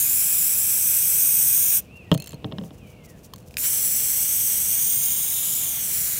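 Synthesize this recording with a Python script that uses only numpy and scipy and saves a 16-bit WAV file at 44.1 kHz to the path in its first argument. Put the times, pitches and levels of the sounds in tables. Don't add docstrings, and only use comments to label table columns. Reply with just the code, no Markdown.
import sys
import numpy as np
from scipy import signal
from scipy.fft import rfft, irfft
from scipy.io import wavfile
from scipy.ndimage import map_coordinates

SR = 44100
rng = np.random.default_rng(int(sys.argv[2]) if len(sys.argv) > 2 else 0)


def log_audio(samples):
    frames = np.atleast_2d(samples).T
    limited = np.clip(frames, -1, 1)
    pcm = np.round(limited * 32767).astype(np.int16)
    wavfile.write(sys.argv[1], SR, pcm)


N = 272979
T_S = np.arange(N) / SR


def from_db(db):
    return 10 ** (np.asarray(db) / 20)


def rms_one(x):
    return x / np.sqrt(np.mean(x ** 2) + 1e-20)


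def in_time(rows):
    s, *columns = np.transpose(rows)
    return [np.interp(T_S, s, c) for c in columns]


def drift(rate_hz):
    r = np.exp(-80 * np.pi * rate_hz / SR)
    noise = rng.standard_normal(N // 40 + 2002)
    slow = signal.lfilter([1], [1, -2 * r, r * r], noise)[2000:]
    return np.interp(np.arange(N) / 40, np.arange(len(slow)), rms_one(slow))


def coloured(x, spectrum):
    hz, db = np.transpose(spectrum)
    grid_hz = np.arange(1, N // 2 + 2) * SR / N
    gain = from_db(np.interp(np.log(grid_hz), np.log(hz), db))
    return rms_one(irfft(rfft(x) * gain, N))


def tilted(x, slope):
    hz = np.maximum(np.arange(N // 2 + 1) * SR / N, 5300)
    return irfft(rfft(x) * (hz / 10000) ** slope, N)


def resonance(x, hz, width_hz):
    r = np.exp(-np.pi * width_hz / SR)
    poles = [1, -2 * r * np.cos(2 * np.pi * hz / SR), r * r]
    return signal.lfilter([(1 - r * r) / 2, 0, (r * r - 1) / 2], poles, x)


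def swells(rows):
    return sum(from_db(db) * np.exp(-((T_S - s) / half_s) ** 2) for s, half_s, db in rows)


def impulses(times_s, level_db):
    clicks = np.full(N, 1e-18)
    clicks[np.round(np.asarray(times_s) * SR).astype(int)] = from_db(level_db)
    return clicks


def struck(times_s, peak_db, modes, spread_db, contact_ms):
    out = np.zeros(N)
    chance = rng.standard_normal((len(times_s), len(modes)))
    for k, (hz, level_db, t60_s) in enumerate(modes):
        clicks = impulses(times_s, peak_db + level_db + spread_db * chance[:, k])
        r, w = from_db(-60 / (t60_s * SR)), 2 * np.pi * hz / SR
        out += (-1) ** k * signal.lfilter([0, np.sin(w)], [1, -2 * r * np.cos(w), r * r], clicks)
    soft = np.exp(-1000 / (contact_ms * SR))
    return signal.lfilter([(1 - soft) ** 2], [1, -2 * soft, soft * soft], out)


def crack(times_s, level_db, decay_ms):
    envelope = signal.lfilter([1], [1, -np.exp(-1000 / (decay_ms * SR))], impulses(times_s, level_db))
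    puff = envelope * rng.standard_normal(N)
    return signal.sosfilt(signal.butter(2, 1500, "high", fs=SR, output="sos"), puff)


def delayed(x, lag_ms):
    return map_coordinates(x, [np.arange(N) - lag_ms * SR / 1000], order=5)


# f/Hz, relative level/dB
TRAFFIC_SPECTRUM = [(15, -57), (25, -3), (80, -0.5), (157, -0.5), (301, -11), (489, -13.5), (531, -15),
                    (677, -18.5), (1560, -30.5), (2690, -38.5), (3160, -34.5), (6740, -40), (16000, -43)]


def traffic():
    return from_db(-46 + 0.6 * drift(0.5)) * coloured(rng.standard_normal(N), TRAFFIC_SPECTRUM)


# f/Hz, typical rms level/dB
HUM_TONES = [(490, -62), (608, -68), (679, -70)]


def machine_hum():
    out = np.zeros(N)
    for hz, db in HUM_TONES:
        gain = np.sqrt(2) * from_db(db + 2.0 * drift(1.5))
        out += gain * np.sin(2 * np.pi * np.cumsum(hz + 1.75 * drift(1.75)) / SR)
    return out


# start/s, length/s, first f/Hz, last f/Hz, mid arch/Hz, level/dB
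BIRD_WHISTLES = [(1.875, .17, 2320, 2300, 440, -53), (2.03, .05, 2600, 2700, 0, -61),
                 (2.04, .07, 2050, 1850, 0, -67), (2.18, .075, 2520, 2800, 0, -50),
                 (2.48, .18, 2300, 1950, 0, -72), (2.79, .3, 3230, 2460, 0, -68),
                 (2.78, .15, 2900, 2330, -230, -62), (2.9, .28, 2330, 1640, 110, -66)]
# t/s, level/dB
BIRD_CHORUS = [(1.84, -61), (2.0, -65), (2.2, -59), (2.45, -63), (2.7, -67), (2.95, -63), (3.3, -69)]


def birds():
    near = np.zeros(N)
    for s, length_s, first_hz, last_hz, arch_hz, db in BIRD_WHISTLES:
        u = np.clip((T_S - s) / length_s, 0, 1)
        hump = 4 * u * (1 - u)
        hz = (first_hz + (last_hz - first_hz) * u + arch_hz * hump) * (1 + 0.008 * drift(40))
        gain = np.sqrt(2) * from_db(db + 2.5 * drift(30.5)) * hump ** .4
        near += gain * np.sin(2 * np.pi * np.cumsum(hz) / SR)
    lag_s = np.arange(SR // 2) / SR
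    scatter = rng.standard_normal(len(lag_s)) * from_db(-39 - 60 * lag_s / .9)
    echoes = signal.fftconvolve(near, scatter)[:N]
    blur = resonance(resonance(rng.standard_normal(N), 2600, 900), 2600, 900)
    return near + echoes + from_db(in_time(BIRD_CHORUS)[0]) * rms_one(blur)


# middle t/s, half length/s, level/dB
SHUTOFF_AND_RUSTLES = [(1.82, .035, -53), (1.968, .012, -59), (2.458, .01, -59), (2.585, .015, -62),
                       (2.655, .028, -55), (2.745, .015, -58), (2.785, .008, -54), (2.895, .035, -57),
                       (3.054, .012, -48), (3.105, .016, -53), (3.185, .025, -61), (3.25, .014, -44),
                       (3.4, .03, -64), (3.475, .012, -56), (3.53, .035, -60)]
# f/Hz, relative level per Hz/dB
TREBLE_SPECTRUM = [(1500, -21), (2500, -8), (4000, -5), (6000, 4), (9000, -0.5), (16000, -0.5)]


def shutoff_and_gloves():
    snaps = rng.standard_normal(N) * from_db(3.5 * rng.exponential(1, N) + 1.7 * drift(41))
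    rest_db = -75
    return (swells(SHUTOFF_AND_RUSTLES) + from_db(rest_db)) * coloured(snaps, TREBLE_SPECTRUM)


# f/Hz, relative level/dB, t60/s
BENCH_MODES = [(110, -5, 0.11), (138.4, -1, 0.19), (168.8, 0.5, 0.12), (202.4, -1.5, .12), (249.6, -6, .1),
               (304, -6.5, 0.11), (376, -11.5, 0.038), (438, -9.5, 0.068), (522, -12, 0.103),
               (582, -9, 0.067), (650, -16, 0.13), (766, -15, 0.11), (933, -18, 0.082)]
# middle t/s, half length/s, level/dB
ROCKING_SWELLS = [(2.2, .03, -40), (2.345, .025, -42), (2.39, .03, -45), (2.47, .03, -40),
                  (2.55, .045, -39), (2.64, .045, -42), (2.73, .04, -50), (2.83, .04, -50)]


def rocking():
    noise = signal.sosfilt(signal.butter(2, 450, fs=SR, output="sos"), rng.standard_normal(N))
    rubbed = sum(from_db(db) * resonance(noise, hz, 0.73 / t60_s) for hz, db, t60_s in BENCH_MODES)
    return swells(ROCKING_SWELLS) * rms_one(rubbed)


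# t/s, nominal crack level/dB, thud re crack/dB
BENCH_KNOCKS = [(2.1156, -7.5, -1.5), (2.1243, -18, -16), (2.1463, -21.5, 2.5), (2.3308, -31.5, 0),
                (2.4222, -48, 7), (2.444, -21, -1.5), (2.5145, -38.5, 7.5), (2.5224, -26, 0.5),
                (2.5838, -21.5, -7), (2.6123, -39, 9), (2.6368, -38, 5), (2.7065, -37, 2),
                (3.3357, -28, -23)]
# f/Hz, relative level/dB, t60/s
RIM_MODES = [(1060, -6.5, 0.022), (1290, -10, 0.019), (1620, -14, 0.014), (1870, -15.5, 0.023),
             (2910, -4, 0.017), (3200, -4, 0.023), (3490, -2, 0.011), (3940, -5, 0.0086),
             (4330, -11.5, 0.013), (5250, -12, 0.015)]


def bench_knocks():
    times_s, crack_db, thud_db = np.array(BENCH_KNOCKS).T
    thud = struck(times_s, crack_db + thud_db - 4, BENCH_MODES, spread_db=4.5, contact_ms=0.035)
    rim = struck(times_s, crack_db - 3, RIM_MODES, spread_db=2.5, contact_ms=0.035)
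    return thud + rim


# first touch t/s, nominal level/dB, loss per bounce/dB
BALL_BOUNCES = [(2.177, -27, 1.1), (3.3369, -28, 7)]


def bounces(count):
    first_gap_s, gap_ratio = .0235, .92
    k = np.arange(count)
    after_s = first_gap_s * (1 - gap_ratio ** k) / (1 - gap_ratio)
    return [row for s, db, loss_db in BALL_BOUNCES for row in zip(s + after_s, db - loss_db * k)]


# t/s, nominal level/dB
WALL_TICKS = [(2.1155, -25), (2.1327, -32), (2.141, -24), (2.1464, -25), (2.2726, -28), (3.3049, -56),
              (3.4266, -54), (3.48, -50), (3.5084, -46)]
# f/Hz, relative level/dB, t60/s
CAN_MODES = [(3100, -15, .025), (4020, -16, .03), (4250, -13, .05), (4370, -14, .04), (5170, -19, .03),
             (6340, -15, .06), (6480, -17, .05), (7270, -11, .035), (8320, -17, .03), (8840, -12, .03),
             (9300, -17, .03), (10500, -14, .025), (12020, -13, .02), (12470, -14, .02), (13900, -16, .015)]


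def can_ticks():
    held_from_s, held_ring_ratio = 3, .6
    times_s, level_db = np.array(list(WALL_TICKS) + bounces(count=11)).T
    held = times_s > held_from_s
    held_modes = np.array(CAN_MODES) * [1, 1, held_ring_ratio]
    free_ring = struck(times_s[~held], level_db[~held] - 2, CAN_MODES, spread_db=5.0, contact_ms=0.024)
    held_ring = struck(times_s[held], level_db[held] - 3, held_modes, spread_db=5.0, contact_ms=0.024)
    return free_ring + held_ring + crack(times_s, level_db - 1.5, decay_ms=1.35)


# t/s, nominal level/dB
FINGER_CLICKS = [(3.496, -60), (3.5094, -44), (3.5414, -35), (3.5695, -14.5), (3.583, -24)]
# f/Hz, relative level/dB, t60/s
NOZZLE_MODES = [(1640, -7, 0.0071), (2500, 3.5, 0.0096), (3700, -1, 0.0053), (5070, 0, 0.013),
                (7000, -5, .008)]


def nozzle_clicks():
    times_s, level_db = np.array(FINGER_CLICKS).T
    ring = struck(times_s, level_db - 3, NOZZLE_MODES, spread_db=1, contact_ms=0.029)
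    return ring + crack(times_s, level_db - 3.5, decay_ms=1.0)


def valve(pressed_s, let_go_s, paint_s):
    open_s, shut_s, gas_only_db = .022, .037, -4
    flow = np.clip(np.minimum((T_S - pressed_s) / open_s, 1 - (T_S - let_go_s) / shut_s), 0, 1)
    return flow * np.where(T_S < paint_s, from_db(gas_only_db), 1)


# pressed t/s, let go t/s, paint t/s, splash level/dB
VALVE_TIMES = [(-1, 1.772, -1, -41.5), (3.568, 7, 3.638, -41)]
# f/Hz, relative level per Hz/dB
SPLASH_SPECTRA = [
    [(410, -36), (700, -12), (1310, -9), (1660, -3), (1850, -11), (2520, 1), (2760, -5.5), (3440, -2.5),
     (4170, -6.5), (4480, -18), (4700, -13.5), (6110, -22), (10300, -120)],
    [(410, -39), (700, -12), (1400, -4.5), (1570, -4), (1820, -7.5), (2330, -3.5), (2590, -10), (2780, -5),
     (3360, 0.5), (4240, -3.5), (4700, -8.5), (6110, -45), (10300, -120)],
]
SPLASH_ECHO_GAINS = [.15, .45]
# middle t/s, half length/s, level/dB
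HOLLOW_SWELLS = [(5.3, .25, -50.5)]


def splash(lag_ms):
    flight_s, spurt_db, spurt_s, lag_ratio = .006, 6, .025, 1.07
    hollow_hz, hollow_width_hz = 3680, 480
    patter = from_db(0.49 * drift(100) + 0.6 * drift(7.8)) * rng.standard_normal(N)
    wet = np.zeros(N)
    for (on, off, paint, db), spectrum, back in zip(VALVE_TIMES, SPLASH_SPECTRA, SPLASH_ECHO_GAINS):
        first_spurt_db = spurt_db * np.exp(-((T_S - paint - flight_s) / spurt_s) ** 2)
        flow = valve(on, off + flight_s, paint)
        direct = from_db(db + first_spurt_db) * flow * coloured(patter, spectrum)
        wet += direct + back * delayed(direct, lag_ratio * lag_ms)
    hollow = resonance(resonance(patter, hollow_hz, hollow_width_hz), hollow_hz, hollow_width_hz)
    return wet + swells(HOLLOW_SWELLS) * rms_one(hollow)


# f/Hz, relative level per Hz/dB
JET_SPECTRA = [
    [(2710, -36), (4600, -21), (5580, -10.5), (7020, -4.5), (8080, -3), (12300, -2.5), (14900, 1.5),
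     (16000, -8)],
    [(2710, -37), (4600, -19), (5790, -5), (7710, -2), (12300, -1.5), (13400, -1.5), (15100, 3),
     (16000, -7)],
]
# t/s, level/dB
HISS_LEVEL = [(0, -18.5), (.1, -19.5), (.3, -19), (.9, -19), (1.2, -17.5), (1.8, -17.5), (3.6, -20.5),
              (4.87, -21), (5.4, -23.5), (5.5, -22), (5.79, -25.5), (6.01, -22), (6.16, -24.5)]


def jet_hiss():
    tearing = from_db(0.63 * drift(200) + .45 * drift(25)) * rng.standard_normal(N)
    hiss = np.zeros(N)
    for (on, off, paint, _), spectrum in zip(VALVE_TIMES, JET_SPECTRA):
        hiss += valve(on, off, paint) * coloured(tearing, spectrum)
    return from_db(in_time(HISS_LEVEL)[0]) * hiss


# t/s, face echo 0-1, inverted edge wave 0-1, its further lag/ms, face and edge in turn 0-1
ECHO_STRENGTH = [(0, .56, 0, .18, 0), (1.1, .56, .13, .175, .05), (1.35, .63, .23, .18, 0),
                 (1.8, .57, .03, .165, 0), (3.58, .4, .14, .183, 0), (3.8, .51, .22, .187, 0),
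                 (4.6, .55, .24, .189, .14), (4.85, .52, .33, .172, .07), (5.05, .42, .43, .169, .18),
                 (5.3, .34, .3, .168, .2), (5.5, .3, .44, .167, 0), (5.7, .42, .26, .196, .09),
                 (5.9, .3, .14, .226, 0), (6.19, .2, 0, .2, 0)]


def echoed(hiss, lag_ms):
    shoulder, shoulder_ms, shortcut_ms = .3, .125, .026
    face, edge, further_ms, twice = in_time(ECHO_STRENGTH)
    echoes = face * delayed(tilted(hiss, .23), lag_ms)
    echoes -= edge * delayed(tilted(hiss, .45), lag_ms + further_ms)
    echoes += shoulder * edge * delayed(tilted(hiss, -2.6), lag_ms + shoulder_ms)
    echoes += twice * delayed(hiss, 2 * lag_ms + further_ms - shortcut_ms)
    return (hiss + echoes) / np.sqrt(1 + face ** 2 + edge ** 2)


# t/s, board echo lag/ms
ECHO_LAG = [(0, .452), (.12, .407), (.27, .377), (.41, .403), (.5, .375), (.59, .387), (.67, .367),
            (.76, .378), (.86, .354), (.94, .371), (1.04, .351), (1.12, .372), (1.24, .348), (1.51, .351),
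            (1.64, .323), (1.79, .346), (3.58, .44), (3.65, .393), (3.73, .367), (3.87, .393), (4, .374),
            (4.1, .379), (4.2, .365), (4.38, .355), (4.64, .359), (4.77, .343), (4.99, .327), (5.25, .32),
            (5.45, .299), (5.6, .289), (5.72, .323), (5.87, .37), (5.95, .39), (6.19, .432)]


def spray():
    lag_ms = in_time(ECHO_LAG)[0]
    return echoed(jet_hiss(), lag_ms) + splash(lag_ms)


def scene():
    background = traffic() + machine_hum() + birds()
    handling = shutoff_and_gloves() + rocking() + bench_knocks() + can_ticks() + nozzle_clicks()
    return np.tile(background + handling + spray(), (2, 1))


def low_pass(x):
    return signal.sosfilt(signal.butter(12, 17070, fs=SR, output="sos"), x)


def record(dry):
    no_bass = signal.sosfilt(signal.butter(4, 49, "high", fs=SR, output="sos"), dry)
    mix = signal.sosfilt(signal.cheby2(16, 50, 16170, fs=SR, output="sos"), no_bass)
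    return low_pass(mix)


dry = scene()
out = record(dry)
log_audio(out)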